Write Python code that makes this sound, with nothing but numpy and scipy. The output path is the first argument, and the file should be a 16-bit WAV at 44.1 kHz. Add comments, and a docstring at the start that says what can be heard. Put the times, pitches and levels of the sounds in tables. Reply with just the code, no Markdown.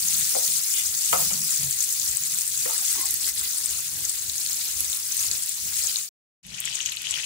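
"""Kitchen, close to a frying pan on a gas stove; stereo microphone, each of its two ports with its own colour.
From the start the burner rumbles and butter sizzles: water under the fat bursts as tiny steam bubbles
over a fine hiss, and the handled pan sets the stove droning. Until about 3.5 s a wooden spatula knocks
and rubs the pan. The sizzle deepens as the butter melts, then fades to silence at 6.1 s. At 6.4 s the
sound returns: the butter is now a foam of larger, lower bubbles."""
import sys
import numpy as np
from scipy import signal
from scipy.fft import rfft, irfft, next_fast_len
from scipy.io import wavfile
from scipy.ndimage import uniform_filter1d, map_coordinates

SR = 44100
rng = np.random.default_rng(int(sys.argv[2]) if len(sys.argv) > 2 else 0)


def generate_wav(sig):
    """Save sig (samples, or channels by samples) to the path in sys.argv[1] as 16-bit PCM at SR."""
    pcm = np.round(np.clip(np.atleast_2d(sig).T, -1, 1) * 32767).astype(np.int16)
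    wavfile.write(sys.argv[1], SR, pcm)


N = 320053
LAG_S = .00092  # the left port is farther from the stove

# Colour of the sizzle at each microphone port: f/Hz, level/dB
LEFT_PORT = [(600, -30.5), (1300, -18), (2000, -13.5), (3300, -12), (4400, -9), (5200, -9.5), (6600, -3),
             (8200, -2), (9300, -6.5), (10500, -12.5), (12000, -16.5), (13800, -22.5), (15000, -4.5),
             (15600, -8.5)]
RIGHT_PORT = [(600, -29.5), (1300, -25.5), (2700, -23), (3200, -22.5), (3600, -16.5), (4500, -12.5),
              (6500, -11.5), (8100, -15.5), (9500, -12.5), (11200, -3.5), (12500, -11.5), (13800, -14.5),
              (14600, -8.5), (15600, -8.5)]
# Course of the sizzle while the butter melts, and once it foams: t/s, level/dB
MELTING = [(0.0, -25.5), (0.3, -23.5), (0.57, -24.5), (0.62, -27), (0.75, -24.5), (0.95, -26.5),
           (1.2, -23.5), (1.27, -26), (1.85, -27), (2.1, -28.5), (2.75, -27.5), (2.93, -25.5), (3.2, -28.5),
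           (3.29, -25), (3.32, -34), (3.38, -27.5), (4.0, -31), (4.16, -29.5), (4.25, -30.5), (4.92, -28.5),
           (5.05, -32), (5.21, -27.5), (5.57, -32), (5.86, -27), (5.94, -30), (6.09, -29.5)]
FOAMING = [(6.43, -38), (6.81, -32), (6.846, -37.5), (6.86, -32.5), (7.04, -37), (7.1, -32), (7.257, -33.5)]
# Jolts of the handled pan on the stove: t/s, hold/s, level/dB, loudest f/Hz
JOLTS = [(0.0, 0.23, -53, 170), (0.47, 0.089, -55.5, 150), (0.796, 0.023, -64.5, 138),
         (1.126, 0.31, -45, 168.6), (1.606, 0.053, -45, 138), (1.9, 0.24, -63, 138),
         (2.222, 0.15, -54, 138), (2.567, 0.054, -64, 138), (5.654, 0.027, -53.5, 138),
         (6.457, 0.068, -42, 170)]


def amp(db):
    return 10 ** (np.asarray(db) / 20)


def unit(x):
    """Scale so that the mean of the channels has rms 1."""
    return x / np.sqrt(np.mean(np.atleast_2d(x).mean(0) ** 2) + 1e-20)


def along(points, hz):
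    """Read (f/Hz, value) points on a log frequency axis."""
    f, value = np.transpose(points)
    return np.interp(np.log(hz + 1), np.log(f + 1), value)


def gain_curve(rows):
    """One gain per sample from (t/s, level/dB) rows; silent outside their span."""
    s, db = np.transpose(rows)
    return amp(np.interp(np.arange(N) / SR, s, db, left=-200, right=-200))


def wobble(rate):
    """A smooth random curve, rate knots a second."""
    coarse = np.arange(0, N + 64, 64)
    knots = rng.standard_normal(int(N * rate / SR) + 4)
    return np.interp(np.arange(N), coarse, map_coordinates(knots, [coarse * rate / SR]))


def filtered(x, response):
    """Apply a complex frequency response."""
    size = next_fast_len(N + SR // 2)
    return irfft(rfft(x, size) * response(np.fft.rfftfreq(size, 1 / SR)), size)[..., :N]


def ports(x):
    """One near source at both microphone ports, the left later."""
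    return filtered(x, lambda hz: np.exp(-1j * np.pi * hz * LAG_S * np.array([[1], [-1]])))


def port_colour(stereo, tint_db):
    """Each port's colour plus a tint; minimum phase, so no sound comes before its cause."""
    size, heard = 4096, []
    hz = np.fft.rfftfreq(size, 1 / SR)
    for channel, port in zip(stereo, (LEFT_PORT, RIGHT_PORT)):
        cepstrum = irfft(np.log(amp(along(port, hz) + tint_db(hz))))
        cepstrum[1:size // 2] *= 2
        cepstrum[size // 2 + 1:] = 0
        heard.append(signal.fftconvolve(channel, irfft(np.exp(rfft(cepstrum))))[:N])
    return np.array(heard)


def pan_reflections(x, t60, wet_db):
    """The pan's walls and the stove top throw back a short scattered answer."""
    t = np.arange(SR // 10) / SR
    tail = rng.standard_normal((2, len(t))) * amp(-60 * t / t60) * (t > .0008)
    return x + amp(wet_db) * signal.fftconvolve(x, tail / np.linalg.norm(tail[0]), axes=1)[:, :N]


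def jolt_gains():
    """Each jolt of the pan swells, holds and dies away: one gain curve per jolt."""
    attack_s, release_s = .023, .032
    s, hold, db, _ = np.transpose(JOLTS)[:, :, None]
    t = np.arange(N) / SR - s
    return amp(db) * np.clip(t / attack_s + 1, 0, 1) * np.exp(-np.clip(t - hold, 0, None) / release_s)


def burner():
    """The flame's lumpy roar, mostly straight from the stove; it swells to a thud under each jolt."""
    # Spectrum of the roar: f/Hz, level/dB
    spectrum = [(20, -22), (40, -15), (62, 1.5), (100, -3.5), (200, -15.5), (320, -12.5), (500, -15),
                (1000, -22.5), (2000, -59)]
    # Course of the flame: t/s, level/dB
    flame = [(0.0, -61.5), (1.9, -62), (2.2, -63), (2.5, -65), (2.95, -56.5), (3.15, -54.5), (3.5, -56.5),
             (4.1, -56), (4.4, -58), (4.75, -54.5), (5.5, -60), (5.9, -57.5), (6.02, -60.5), (6.6, -60),
             (7.0, -60), (7.257, -59)]
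    near = ports(amp(1.8 * wobble(6.5)) * rng.standard_normal(N))
    near = filtered(near, lambda f: amp(along(spectrum, f)))
    far = rng.standard_normal((2, N))
    far = filtered(far, lambda f: amp(along(spectrum, f) - 9.5) * np.sqrt(f / 150))
    roar = unit((near + far) * amp([[1.3], [-1.3]]))
    flame_gain = gain_curve(flame) * amp(3.5 * wobble(9))
    thud_gain = amp(-8.5) * jolt_gains().sum(0)
    return (flame_gain + thud_gain) * roar


def stove_metal():
    """Sheet metal hums in wavering tones. Returns the low drone, which jolts swell, and the overtones."""
    # Resonances of the stove: f/Hz, width/Hz, level/dB
    resonances = [(136.4, 18, 6.5), (170, 43, 3), (214, 34, 0), (271.3, 17, -12.5), (349.2, 12, -12),
                  (417.7, 21, -11.5)]
    rest_db, fall_db_per_octave = -73, 36.5
    tones = []
    for hz, width, db in resonances:
        shake = amp(db + 1.1 * wobble(11)) * rng.standard_normal(N)
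        tones.append(filtered(shake, lambda f: (1j * f * width / (hz**2 - f**2 + 1j * f * width)) ** 2))
    drone, jolts, jolt_hz = 0, jolt_gains(), np.transpose(JOLTS)[3]
    for (hz, _, db), tone in zip(resonances, tones[:3]):
        resting = amp(rest_db + db + 3.5 * wobble(6))
        jolted = amp(-fall_db_per_octave * np.abs(np.log2(hz / jolt_hz))) @ jolts
        drone = drone + (resting + jolted) * unit(tone)
    overtones = unit(ports(sum(tones[3:])) * amp([[1.8], [-1.8]]))
    return ports(drone) * amp([[.6], [-.6]]), overtones


def bubbles(s, hz, size, life_s):
    """Steam bubbles ring for about a millisecond; where each bursts sets its delay and phase at a port."""
    k, out = np.arange(128), []
    life = life_s * (6000 / hz) ** .35  # larger bubbles last a little longer
    age = k / SR / life[:, None]
    swell = (age * np.exp(1 - age)) ** 2
    place = rng.standard_normal((len(s), 3))
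    for side, delay_s in enumerate((LAG_S / 2 + .00012 * place[:, 0], -LAG_S / 2)):
        start = np.round((s + delay_s - life) * SR).astype(int)
        phase = 2 * np.pi * hz[:, None] * k / SR + .99 * place[:, [1 + side]]
        wave = size[side][:, None] * swell * np.sin(phase)
        out.append(np.bincount(np.clip(start[:, None] + k, 0, N).ravel(), wave.ravel(), N + 1)[:N])
    return np.array(out)


def hiss():
    """The smallest bubbles merge into noise whose gain drifts in small patches of time and frequency."""
    spectra = signal.stft(rng.standard_normal((2, N)), nperseg=256)[2]
    patches = uniform_filter1d(rng.standard_normal(spectra.shape[1:]), size=3, axis=0)
    patches = uniform_filter1d(patches, size=8, axis=1)
    patches_db = 2.7 * unit(patches.ravel()).reshape(patches.shape)
    return signal.istft(spectra * amp(patches_db), nperseg=256)[1][:, :N]


def sizzle(span, tint, spread_db, cap, low_hz, hiss_db):
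    """Water under the fat boils off in flurries of bubbles, and the hiss swells with them."""
    base_rate = 2600  # bubbles a second; flurries raise and lower it
    flurry_db = 1.4 * (.6 * wobble(9) + 1.1 * wobble(55))
    frying = (np.arange(N) > span[0][0] * SR) & (np.arange(N) < span[-1][0] * SR)
    count = np.cumsum(frying * base_rate * amp(flurry_db) / SR)
    s = np.flatnonzero(np.diff(np.floor(count))) / SR
    draw = rng.random((len(s), 5))
    hz = 1200 + 15000 * draw[:, 0]
    strength_db = spread_db * np.minimum(-np.log(draw[:, 1]), cap)
    side_db = 5 * (draw[:, 2:4].T - .5)
    size = amp(strength_db + side_db) * np.minimum(hz / low_hz, 1) ** 2  # too large for the film: weak
    crackle = bubbles(s + draw[:, 4] / base_rate, hz, size, life_s=.00012 + .0003 * rng.random(len(s)))
    crackle = pan_reflections(crackle / np.sqrt(np.mean(crackle[:, frying] ** 2)), t60=.05, wet_db=-4)
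    fat = crackle + amp(hiss_db + .5 * flurry_db) * hiss()
    # Bubbles make no bass.
    heard = port_colour(fat, lambda f: along(tint, f) + 9 * np.log2(np.clip(f / 600, .01, 1)))
    return heard / np.sqrt(np.mean(heard.mean(0)[frying] ** 2))


def melting_butter():
    """As the pool of fat deepens, the larger, lower bubbles steadily gain."""
    below_hz, db_per_s, even_at_s = 5600, .62, 3
    fat = sizzle(MELTING, tint=[(1000, 0)], spread_db=4, cap=3, low_hz=4400, hiss_db=1)
    low = filtered(fat, lambda hz: 1 / (1 + (hz / below_hz) ** 4))
    return fat + low * (amp(db_per_s * (np.arange(N) / SR - even_at_s)) - 1)


def pops():
    """The loudest bursts: the film tears with a wide snap, then the cavity rings."""
    # Single steam bursts: t/s, level/dB, f/Hz
    bursts = [(0.0844, -9.5, 7140), (0.2922, -10.5, 8350), (0.4766, -15, 6700), (0.577, -13, 7550),
              (0.632, -17, 8360), (0.702, -14, 7000), (0.738, -11, 7000), (0.8679, -13, 6800),
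              (1.0894, -16, 8300), (1.2035, -16, 7600), (1.2775, -20, 6140), (1.3329, -10, 6950),
              (1.5068, -10, 7400), (1.5602, -10.5, 7170), (1.709, -10, 7500), (1.7264, -15, 7800),
              (1.7878, -12.5, 6950), (1.805, -9.5, 6500), (1.824, -10, 7820), (1.8402, -9.5, 7900),
              (1.9265, -12, 8250), (1.9973, -10, 7100), (2.0892, -12, 7140), (2.1696, -8.5, 8250),
              (2.2358, -12, 7040), (2.3444, -12, 8000), (2.386, -9, 8300), (2.409, -11, 8630),
              (2.4162, -13.5, 6840), (2.477, -10, 8450), (2.575, -12, 7180), (2.6359, -15, 7290),
              (2.7087, -13, 7500), (2.7791, -10, 8100), (2.8499, -11.5, 7890), (2.9278, -10, 8300),
              (3.056, -12, 7770), (3.1075, -10, 11200), (3.1406, -9, 11200), (3.2434, -15, 4340),
              (3.4116, -11.5, 7500), (3.4755, -14, 10900), (3.5818, -11.5, 8600), (3.658, -8.5, 8500),
              (4.0507, -11, 6640), (4.0943, -9.5, 8400), (4.2956, -15, 7260), (4.355, -21, 8100),
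              (4.2968, -17, 4130), (4.38, -13, 6450), (4.4124, -20, 4560), (4.462, -15.5, 4400),
              (4.5431, -17, 7100), (4.805, -8, 11400), (4.8454, -13.5, 8130), (4.8983, -13.5, 7950),
              (4.929, -17.5, 3760), (4.9713, -15, 11300), (5.1213, -12, 6090), (5.168, -12, 8500),
              (5.192, -13, 6200), (5.237, -15, 10000), (5.3125, -10.5, 7050), (5.313, -13.5, 4500),
              (5.4228, -15, 9000), (5.461, -16, 10500), (5.4917, -11, 8040), (5.7409, -18, 5450),
              (5.7575, -17, 11000), (5.768, -26, 7500), (5.8698, -10.5, 6420), (5.958, -10, 4230),
              (5.968, -13.5, 6450), (5.987, -19, 7050), (6.4494, -22.5, 3430), (6.4662, -19, 11000),
              (6.5041, -24, 4170), (6.544, -21, 3160), (6.567, -29, 11200), (6.587, -25.5, 2440),
              (6.602, -14, 8400), (6.6025, -18, 10300), (6.603, -17, 12300), (6.6028, -18, 15000),
              (6.618, -24, 3320), (6.64, -20.5, 3360), (6.6538, -12.5, 7560), (6.6545, -23, 11500),
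              (6.6733, -18, 3160), (6.675, -23, 2100), (6.688, -22, 3200), (6.726, -25, 4500),
              (6.7499, -14.5, 8400), (6.754, -12.5, 6610), (6.8034, -15, 3080), (6.812, -16, 6500),
              (6.853, -18, 7050), (6.8595, -9.5, 6430), (6.8603, -23, 12000), (6.888, -29, 2150),
              (6.8905, -22, 3100), (6.8944, -17, 6690), (6.921, -20, 4000), (6.92, -22, 11500),
              (6.963, -27, 12300), (6.9701, -18.5, 4020), (7.019, -22, 11300), (7.0687, -15, 3120),
              (7.1086, -9.5, 7700), (7.109, -21, 10400), (7.1387, -14.5, 3170), (7.157, -17, 2960),
              (7.165, -18.5, 5500), (7.174, -28, 1820), (7.185, -21.5, 2350), (7.197, -27, 2000),
              (7.195, -26, 6000)]
    rise_s, tear_s = .001, .0003  # times to peak of the burst and of its tear
    s, db, hz = np.transpose(bursts)
    lean_db = 1.1 * (along(LEFT_PORT, hz) - along(RIGHT_PORT, hz))  # to the port that favours the pitch
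    size = 2 * amp(db) / (1 + amp([-lean_db, lean_db]))
    k = np.arange(128)
    age = k / SR / tear_s
    tear = (age * np.exp(-age)) ** 2 * rng.standard_normal((len(s), len(k)))
    tear_db = db + 3 * np.log2(hz / 7000) - 6 * (s > FOAMING[0][0])  # small ones snap more; foam muffles
    tear = tear / np.linalg.norm(tear, axis=1, keepdims=True) * amp(tear_db)[:, None]
    start = np.round((s + rise_s - tear_s) * SR).astype(int)
    tears = ports(np.bincount((start[:, None] + k).ravel(), tear.ravel(), N))
    snaps = amp(9) * port_colour(tears, lambda f: 3.5 * np.log2((f + 1) / 7000))
    rings = bubbles(s + rise_s, hz, size, life_s=.0004)
    return pan_reflections(rings + snaps, t60=.05, wet_db=-6)


def spatula():
    """A knock cracks, rings the pan and leaves it chattering on its grate; a rub feeds its modes noise."""
    # Wood striking the pan: t/s, level/dB, loudest f/Hz, reach/octaves, crack/dB, crack f/Hz, chatter/dB
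    knocks = [(.35, -21, 650, 0.85, -12, 1670, -29), (.363, -17, 550, 0.38, -34, 1700, -38),
              (1.128, -12.5, 800, 1.3, -12, 2750, -25.5), (1.3065, -28.5, 1400, 2.3, -5, 2640, -21),
              (2.658, -24, 430, 0.51, -4, 1690, -32), (2.676, -32, 630, .5, -6, 1400, -31.5),
              (2.695, -33, 1100, 0.7, -6, 1450, -24)]
    # Wood sliding on the pan: t/s, length/s, level/dB, loudest f/Hz, reach/octaves
    rubs = [(.41, 0.045, -36, 520, 0.53), (.72, 0.12, -26, 3200, 0.57), (1.168, 0.068, -35, 800, 0.48),
            (2.783, 0.062, -45, 780, 0.19), (2.95, 0.12, -39, 1050, 0.09), (2.94, .09, -43, 900, 0.12),
            (3.01, .08, -43, 850, 0.15), (3.4, 0.1, -46.5, 2050, .08), (2.985, .045, -41.5, 2050, .08),
            (3.05, .09, -46, 2050, .08), (2.958, 0.056, -38.5, 346, 0.16), (3.26, 0.044, -39, 2050, .12)]
    # Modes of the pan: f/Hz, level/dB, t60/s
    pan_modes = [(205, -10, 0.074), (333, -4.5, 0.044), (493, 1, 0.071), (589, 3, 0.046), (696, 2.5, 0.032),
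                 (775, 1, 0.04), (916, -4.5, 0.049), (1050, -7.5, 0.045), (1120, -7, 0.039),
                 (1277, -3, 0.035), (1457, -2, 0.045), (1724, -1, 0.045), (2042, -5, 0.06),
                 (2430, 3.5, 0.017), (2885, 6.5, 0.017), (3480, 1.5, 0.013)]
    pan, t = np.zeros(N + SR), np.arange(SR // 4) / SR
    hz, level, t60 = np.transpose(pan_modes)[:, :, None]
    sign = (-1) ** np.arange(len(pan_modes))[:, None]

    def ringing(force, loud_hz, reach):
        """A force drives mainly the modes near loud_hz."""
        weight = sign * amp(level + rng.normal(0, 1.5, hz.shape) - 6.6 * (np.log2(hz / loud_hz) / reach)**2)
        response = (weight * amp(-60 * t / t60) * np.sin(2 * np.pi * hz * t)).sum(0)
        return signal.fftconvolve(force, response)[:len(t)]

    for s, db, loud_hz, reach, crack_db, crack_hz, chatter_db in knocks:
        force = amp(chatter_db - 60 * t / .26) * rng.standard_normal(len(t))
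        force[0] = 1  # the blow, ahead of the chatter
        ring = ringing(force, loud_hz, reach) * amp(8.5 * np.exp(-t / .0012))  # the wood answers briefly
        smear = np.cumsum(rng.normal(0, .23, len(t)))  # widens the crack to a band of wood tones
        crack = amp(crack_db - 60 * t / .041) * np.sin(2 * np.pi * crack_hz * t + smear)
        pan[round(s * SR):][:len(t)] += amp(db) * (ring / np.abs(ring).max() + crack)
    for s, length, db, loud_hz, reach in rubs:
        stroke = np.sqrt(np.hanning(round(length * SR))) * rng.standard_normal(round(length * SR))
        rub = ringing(stroke, loud_hz, reach)
        pan[round(s * SR):][:len(t)] += amp(db) * rub / np.abs(rub).max()
    pan = filtered(pan[:N], lambda f: (1j * f / (196 + 1j * f)) ** 2)  # knocks and rubs carry little bass
    return pan_reflections(ports(pan) * amp([[3.5], [1.5]]), t60=.15, wet_db=-15)


def fades():
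    """The sound sinks, stops, and later climbs back."""
    stop, start = MELTING[-1][0], FOAMING[0][0]
    out_s, edge_s, in_s = .095, .004, .23
    times = [stop - out_s, stop, stop + edge_s, start - edge_s, start, start + in_s]
    return np.interp(np.arange(N) / SR, times, [1, amp(-13), 0, 0, amp(-17), 1])


def foaming_butter():
    """Foam favours the larger bubbles and damps the small."""
    # Colour of the foam: f/Hz, level/dB
    foam_tint = [(600, 4), (1200, -0.5), (2000, 0.5), (3000, 7), (3800, -1.5), (5000, -3.5), (6500, -5.5),
                 (8500, -8.5), (11000, -14.5), (13500, -19), (15500, -22)]
    return sizzle(FOAMING, foam_tint, spread_db=4.3, cap=2.2, low_hz=2600, hiss_db=-2.5)


def scene():
    """Two stretches of frying with silence between; the stove's overtones follow the sizzle's level."""
    drone, overtones = stove_metal()
    mix = burner() + drone + pops() + spatula()
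    for course, fat, hum_db in ((MELTING, melting_butter(), -42), (FOAMING, foaming_butter(), -37)):
        waver = amp(.52 * wobble(7))
        mix += gain_curve(course) * (waver * fat + amp(hum_db) * overtones)
    return mix * fades()


def record(dry):
    """The microphone chain keeps nothing above its band limit."""
    top_hz, edge_hz = 15750, 200
    return filtered(dry, lambda hz: np.cos(np.pi / 2 * np.clip((hz - top_hz) / edge_hz + .5, 0, 1)) ** 2)


dry = scene()
out = record(dry)
generate_wav(out)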